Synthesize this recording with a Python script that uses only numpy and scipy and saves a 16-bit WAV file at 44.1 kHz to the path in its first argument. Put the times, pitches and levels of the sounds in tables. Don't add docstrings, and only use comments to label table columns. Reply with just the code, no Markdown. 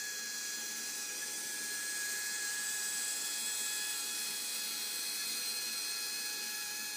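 import sys
import numpy as np
from scipy import signal
from scipy.fft import rfft, irfft
from scipy.io import wavfile
from scipy.ndimage import uniform_filter1d

SR = 44100
rng = np.random.default_rng(int(sys.argv[2]) if len(sys.argv) > 2 else 0)


def unload_wav(signal):
    wavfile.write(
        sys.argv[1],
        SR,
        np.round(np.clip(np.atleast_2d(signal).T, -1, 1) * 32767).astype(np.int16),
    )


def attenuation_scalar(level_db):
    decades = np.asarray(level_db, float) / 20
    return 10 ** decades


N = 306936
T = np.arange(N) / SR

BARS = 8
IDLE_TURNS = 104.74
# (t/s, half length/s, change of
# speed/turns per s)
LOAD_CHANGES = [(0.196, 0.082, -0.66), (0.435, 0.11, -0.69), (0.64, 0.037, -0.97), (0.827, 0.035, -0.68),
                (1.111, 0.098, -1.22), (1.482, 0.039, 0.695), (1.546, 0.042, -0.66), (2.044, 0.043, -0.84),
                (2.344, 0.062, 0.62), (2.474, 0.036, -1.07), (2.712, 0.036, 1.07), (2.904, 0.158, -0.642),
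                (2.917, 0.039, 1.37), (3.262, 0.043, 0.67), (3.896, 0.3, 0.74), (4.015, 0.072, -1.88),
                (4.083, 0.03385, 0.836), (4.552, 0.22, -0.554), (4.623, 0.054, 1.284), (5.205, 0.046, 1.4),
                (5.484, 0.0284, -0.955), (5.553, 0.058, 0.64), (5.714, 0.04, 0.55), (5.794, 0.029, -0.79),
                (5.925, 0.076, 0.59), (6.198, 0.072, 0.96), (6.373, 0.023, 0.763), (6.573, 0.064, 0.95),
                (6.678, 0.037, -1.2), (6.814, 0.069, 1.43),
                (1.23, 0.0303, 1.3),
    (.03, 0.0799, 0.399),
    (3.48, .03, 1.093),
    (1.38, 0.1202, 0.451),
]

OVERTONE_DB = [
    -64,
    -50.7,
    -59,
    -57,
    -51.5,
]
# (t/s, half length/s, lift/dB, gain per extra turn a second/dB)
OVERTONE_LOBES = [
    [(.35, 0.48, -13, 3), (1.9, 0.29, -8, 5), (3.86, 0.18, 3, 2.5), (5.5, 0.65, -5.5, -4),
     (6.7, 0.99, 4.5, -1.5)],
    [(0, 0.44, 4, 2), (1.2, 0.29, -5.5, 0), (1.23, 0.016, 9.5, 3.5), (1.19, .02, -8, .1),
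     (1.35, 0.029, -4, 2), (2.3, 0.98, 7, -1.5), (3.35, .2, -8, 9), (3.57, .04, -6, .1), (3.8, 0.3, 3, 2.5),
     (5.28, 0.031, -9, 2), (5.82, .04, -8, .1), (4.9, 1, -9.5, 4)],
    [(.2, .15, -4, 3), (1.1, 0.27, 2.5, -2), (1.6, 0.26, -8, .3), (3.8, .7, 5.5, 1.5), (6.1, 1.72, 7.5, 1)],
    [(1.3, 0.47, -9, 3), (2.3, 0.59, -3.5, 7), (3.8, 0.91, 6.5, 2.5), (5.1, 0.52, 1.5, 1),
     (6.75, .2, -5.5, 2)],
    [(1.25, 0.43, -9, -3), (2.7, 0.25, -11, -7), (5.62, 0.87, 8, -1)],
]
WEAK_ORDERS = [48, 48, 56, 56, 64, 64, 64, 72, 72, 4, 20, 9, 7, 17, 17]
# (level/dB, faces camera at t/s, half length/s)
WEAK_BEAMS = [(-58.5, 0.39, 0.79), (-55.5, 3.8, 1.4), (-50, 1, 1.25), (-52.5, 6, 2.1), (-56, 0.21, .8),
              (-55, 3.81, 1.7), (-56.5, 6.88, 0.54), (-53.5, 2.6, 1.9), (-61, 7, .6), (-68, 2.8, 20),
              (-61.5, 2.34, 1.12), (-72, 3.2, 2.8), (-79.5, 1.9, 2.2), (-66.5, .3, .7), (-66.5, 3, 2.4)]
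WHINE_THROB = (0.14, 0.096)
HISS_THROB = (0.02, 0.021)
AWAY_DB = 13
FLUTTER_DB = 0.4
DEAD_FLUTTER = 0.44

# (f/Hz, level/dB per Hz)
SCREENED = [(300, -56), (600, -19.5), (1120, -13), (1640, -8), (2560, -5), (2970, -13.5), (3790, -11),
            (4200, -2), (5250, -4.5), (6030, 1.5), (7620, -2.5), (9700, -10), (12100, -14.5), (15300, -9)]
FACING = [(300, -58), (600, -10.5), (1770, -6), (2930, -4), (3290, 1), (3680, -1.5), (4840, 3), (6980, 2.5),
          (7860, 6), (9650, 4), (10010, -1), (11390, -6.5), (13500, -2.5), (15300, -2.5)]
PAST = [(300, -32), (600, -14), (1200, -10.5), (2500, -3.5), (3040, -8), (4290, 4.5), (5340, -2), (5880, 1),
        (7240, -4), (8100, 1.5), (11180, -5), (13460, -6.5), (14080, -4), (15100, -2.5)]
AWAY = [(300, -42), (600, -18.5), (1550, -7.5), (2020, -8), (2450, -4), (2970, -9.5), (4910, 3),
        (5430, -1.5), (6680, -2.5), (7670, -5), (8400, 1.5), (11520, -10), (13200, -6.5), (15100, -5.5)]
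# (t/s, colour number: 0 screened, 1 facing, 2 past, 3 and above away)
CAMERA_TURN = [
    (0, 0),
    (.9, 0.47),
    (1.6, 0.85),
    (2.3, 0.4),
    (3.7, 1.5),
    (4.3, 1.74),
    (5.6, 2.5),
    (6.4, 4),
    (6.96, 5),
]
# (t/s, level/dB)
HISS_LEVEL = [
    (0.0, -44),
    (0.72, -43.5),
    (3.06, -40),
    (4.67, -40.5),
    (5.33, -40.5),
    (6.96, -43.5),
]
# (f/Hz, width/Hz, level/dB, faces camera at t/s, half length/s)
CASING = [(1358, 12.5, -62, 5.5, 7.4), (4830, 24, -56.5, 2.2, 4.4), (4810, 33, -53.5, 5.624, 1),
          (6216, 54, -54.5, .6, 1.6), (6250, 70, -56, 6.6, .6), (5650, 130, -57.5, 4.86, 1.6),
          (6520, 280, -56, 2, 1.3), (6580, 340, -54.5, 6.7, 1), (8380, 350, -55.5, 1.85, .8),
          (8400, 260, -51.5, 5.91, 0.69), (9840, 240, -51.5, 3.8, 1.37), (2373, 160, -58, 1.66, 0.76),
          (2380, 85, -58.5, 7.8, 2.02), (1890, 110, -65, 3.4, 3)]
GAP_HZ = [3170, 3800, 5300, 6150, 7020, 8270, 9640, 11420, 14050, 13300, 12500, 2810, 10900]
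# (width/Hz, usual depth/dB, change of
# depth/dB, most changed at t/s)
GAPS = [(108, 0.5, -1, 6.1), (99, 1.5, -1, .9), (69.6, 4.5, -3, .3), (70, 1, 6, 3.3), (79, -2, .7, 4.6),
        (80, 1.5, 7.4, .4), (80, 2, 5, 2.5), (120, 0.5, 4, 2.6), (200, -2, 10, 4.1), (110, 2, 3.5, 3.1),
        (110, 1.5, 4, 4.2), (59, 4, 0, 2.89), (110, -1.5, 4, 6)]
GAP_S = 1.6
# (t/s, f/Hz, lift/dB)
GLARE = [
    (0, 9000, -0.5),
    (1.2, 9000, 1.5),
    (2, 8417, 6),
    (2.8, 7897, 4.5),
    (3.5, 7760, 7),
    (4.1, 7900, 2),
    (4.8, 7987, 3),
    (5.6, 8416, 1.5),
    (6.4, 8505, -1),
    (6.96, 8480, -2.5),
]
SPRAY_DB = 0.76
ECHO_RISE = 0.41

# (f/Hz, level/dB per Hz)
ROOM_COLOUR = [(20, -44), (60, -50), (110, -24), (160, -12), (200, -2), (330, 4), (450, 1), (560, -1.5),
               (700, -20), (1200, -27)]
ROOM_DB = -63
RUSTLE_S, RUSTLE_SPAN_S, RUSTLE_DB, RUSTLE_AFTER_DB = 1.35, 0.5, 5, 1.5
HUM_HZ = [
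    99.9,
    299.7,
    399.6,
    499.5,
]
HUM_DB = [
    -78,
    -70,
    -72.5,
    -71,
]
# (f/Hz, width/Hz, level/dB)
FAN = [
    (225.3, 5, -67),
    (784, 25, -72.5),
    (182, 10, -76),
    (1029, 14, -76),
    (1480, 18, -66.5),
    (1294, 8.5, -76),
]
# (t/s, level/dB, f/Hz)
BUMPS = [
    (1.45, -59, 150),
    (2.948, -55, 170),
    (4.3, -57, 160),
]

MIC_HZ = 75.5
EDGE_HZ = 15310


def whine(angle):
    levels = []
    for k, (db, lobes) in enumerate(zip(OVERTONE_DB, OVERTONE_LOBES)):
        levels.append((BARS * (k + 1), overtone_db(db, lobes)))
    for order, row in zip(WEAK_ORDERS, WEAK_BEAMS):
        levels.append((order, beam(*row) + 0.67 * drift(3.4)))
    out = np.zeros(N)
    for order, db in levels:
        phase = order * (angle + 0.016 * drift(42)) + 2 * np.pi * rng.random()
        tone = np.sqrt(2) * np.sin(phase)
        flicker_db = (0.4 + 0.021 * order) * drift(26)
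        out += attenuation_scalar(db + flicker_db) * tone * throb(angle, WHINE_THROB)
    return out


def overtone_db(usual_db, lobes):
    lift = sum(lift_db * lobe(T, at, span) for at, span, lift_db, _ in lobes)
    slope = sum(gain * lobe(T, at, span) for at, span, _, gain in lobes)
    flutter = (FLUTTER_DB + DEAD_FLUTTER * np.maximum(-lift, 0)) * drift(13.3)
    return usual_db + lift + slope * hunting() + flutter


def shaft():
    shudder = 1 + 0.001645 * drift(23.1)
    speed = (IDLE_TURNS + hunting()) * shudder
    return 2 * np.pi * np.cumsum(speed) / SR


def hunting():
    return sum(change * lobe(T, at, span) for at, span, change in LOAD_CHANGES)


def throb(angle, depths):
    out = 1
    for k, depth in enumerate(depths):
        out = out + depth * np.cos((k + 1) * angle + 2 * np.pi * rng.random())
    return out


def hiss(angle):
    wide = attenuation_scalar(-23.5) * noise(hiss_colour, patchy_db=0.18, echo=0.27)
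    rings = 0
    for hz, width, *seen in CASING:
        rings = rings + attenuation_scalar(beam(*seen) + 0.5 * drift(3.2)) * resonance(hz, width)
    gusts = attenuation_scalar(0.36 * drift(23) + 0.27 * drift(110))
    return reflect(wide + rings) * gusts * throb(angle, HISS_THROB)


def hiss_colour(s, hz):
    turn = np.clip(np.interp(s, *np.transpose(CAMERA_TURN)), 0, 3)
    db = 0
    for k, points in enumerate((SCREENED, FACING, PAST, AWAY)):
        share = np.clip(1 - abs(turn - k), 0, 1)
        db = db + np.outer(read(points, hz), share)
    treble_db = 10 * np.log10(np.mean(attenuation_scalar(2 * db[hz > 5000]), axis=0))
    return db - treble_db + np.interp(s, *np.transpose(HISS_LEVEL))


def reflect(x):
    hz, s, z = signal.stft(x, SR, nperseg=1024, noverlap=768)
    column = hz[:, None]
    loss_db = 0
    for f, (width, db, deep_db, at) in zip(GAP_HZ, GAPS):
        shape = np.exp(-((hz - f) / width) ** 2)
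        loss_db = loss_db + np.outer(shape, db + deep_db * lobe(s, at, GAP_S))
    at, glare_hz, lift_db = np.transpose(GLARE)
    glare = np.exp(-((column - np.interp(s, at, glare_hz)) / 450) ** 2)
    lift = np.interp(s, at, lift_db) * glare
    lift = lift + 1.4 * np.exp(-((column - 15000) / 550) ** 2)
    spray = np.interp(s, T, 0.64 * drift(18) + drift(160))
    lift = lift + SPRAY_DB * np.outer(np.clip((hz - 6000) / 6000, 0, 1), spray)
    return signal.istft(z * attenuation_scalar(lift - loss_db), SR, nperseg=1024, noverlap=768)[1][:N]


def room():
    swell_db = RUSTLE_DB * lobe(T, RUSTLE_S, RUSTLE_SPAN_S) + RUSTLE_AFTER_DB * lobe(T, 4.1, 3.7)
    rumble = noise(lambda s, hz: read(ROOM_COLOUR, hz)[:, None], patchy_db=-1.7, echo=0.45)
    out = attenuation_scalar(ROOM_DB - 1.4 + swell_db) * evened(rumble)
    for hz, db in zip(HUM_HZ, HUM_DB):
        tone = np.sqrt(2) * np.sin(2 * np.pi * (hz * T + rng.random()))
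        out += attenuation_scalar(db + 1.6 * drift(2.8)) * tone
    for hz, width, db in FAN:
        out += attenuation_scalar(db) * resonance(hz, width)
    for s, db, hz in BUMPS:
        since = np.maximum(T - s, 0)
        out += attenuation_scalar(db) * np.sin(2 * np.pi * hz * since) * np.exp(-since / 0.014)
    return out


def noise(colour_db, patchy_db, echo):
    frames, hz = N // 256 + 5, np.fft.rfftfreq(1024, 1 / SR)
    a, b, patches, *paths = rng.standard_normal((frames, 513, 5)).T
    patches = evened(smooth(patches, (12, 0), (10, 1)))
    c, d = (evened(smooth(path, (3, 0), (30, 1), (14, 1))) for path in paths)
    echo = echo * (hz[:, None] / 6000) ** ECHO_RISE
    notches = abs(1 + echo * (c + 1j * d)) / np.sqrt(1 + 2 * echo ** 2)
    db = colour_db(np.arange(frames) * 256 / SR, hz) + patchy_db * patches
    spectra = (a + 1j * b) * attenuation_scalar(db) * notches
    return signal.istft(spectra, nperseg=1024, noverlap=768)[1][:N]


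def smooth(x, *passes):
    for size, axis in passes:
        x = uniform_filter1d(x, size=size, axis=axis)
    return x


def resonance(hz, width):
    r = np.exp(-np.pi * width / SR)
    ring = [1, -2 * r * np.cos(2 * np.pi * hz / SR), r * r]
    return evened(signal.lfilter([1], ring, rng.standard_normal(N)))


def drift(top_hz):
    coarse = np.arange(8192) * N / SR / 8191
    z = rfft(rng.standard_normal(len(coarse)))
    slow = irfft(z / (1 + (np.arange(len(z)) * SR / N / top_hz) ** 4))
    return np.interp(T, coarse, evened(slow))


def beam(db, at, span):
    return db - AWAY_DB * (1 - lobe(T, at, span))


def lobe(s, at, span):
    return np.exp(-((s - at) / span) ** 2)


def evened(x):
    return x / np.sqrt(np.mean(x ** 2) + 1e-20)


def read(points, hz):
    f, value = np.transpose(points)
    return np.interp(np.log(hz + 1), np.log(f + 1), value)


def scene():
    angle = shaft()
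    return np.tile(whine(angle) + hiss(angle) + room(), (2, 1))


def gate(x, under_db, depth_db):
    hz, s, z = signal.stft(x, SR, nperseg=1024, noverlap=768)
    power = smooth(abs(z) ** 2, (6, 1), (2, 0))
    near_db = 10 * np.log10(power + 1e-18)
    eager_db = np.clip((hz[:, None] - 4000) / 3500, 0, 2.4)
    sink_db = smooth(near_db, (31, 0)) - near_db - under_db + eager_db
    loss_db = depth_db * np.clip(sink_db / 2.5, 0, 1) * (hz > 1100)[:, None]
    return signal.istft(z * attenuation_scalar(-loss_db), SR, nperseg=1024, noverlap=768)[1][:N]


def top_cut(x):
    return signal.sosfilt(signal.butter(12, 16270, fs=SR, output="sos"), x)


def record(dry):
    bass_cut = signal.butter(3, MIC_HZ, "high", fs=SR, output="sos")
    thin = signal.sosfilt(bass_cut, dry[0])
    cleaned = gate(thin, under_db=6.3, depth_db=26)
    treble_cut = signal.firwin(1535, EDGE_HZ, window=("kaiser", 10), fs=SR)
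    limited = signal.oaconvolve(cleaned, treble_cut, "same")
    return top_cut(np.tile(limited, (2, 1)))


dry = scene()
out = record(dry)
unload_wav(out)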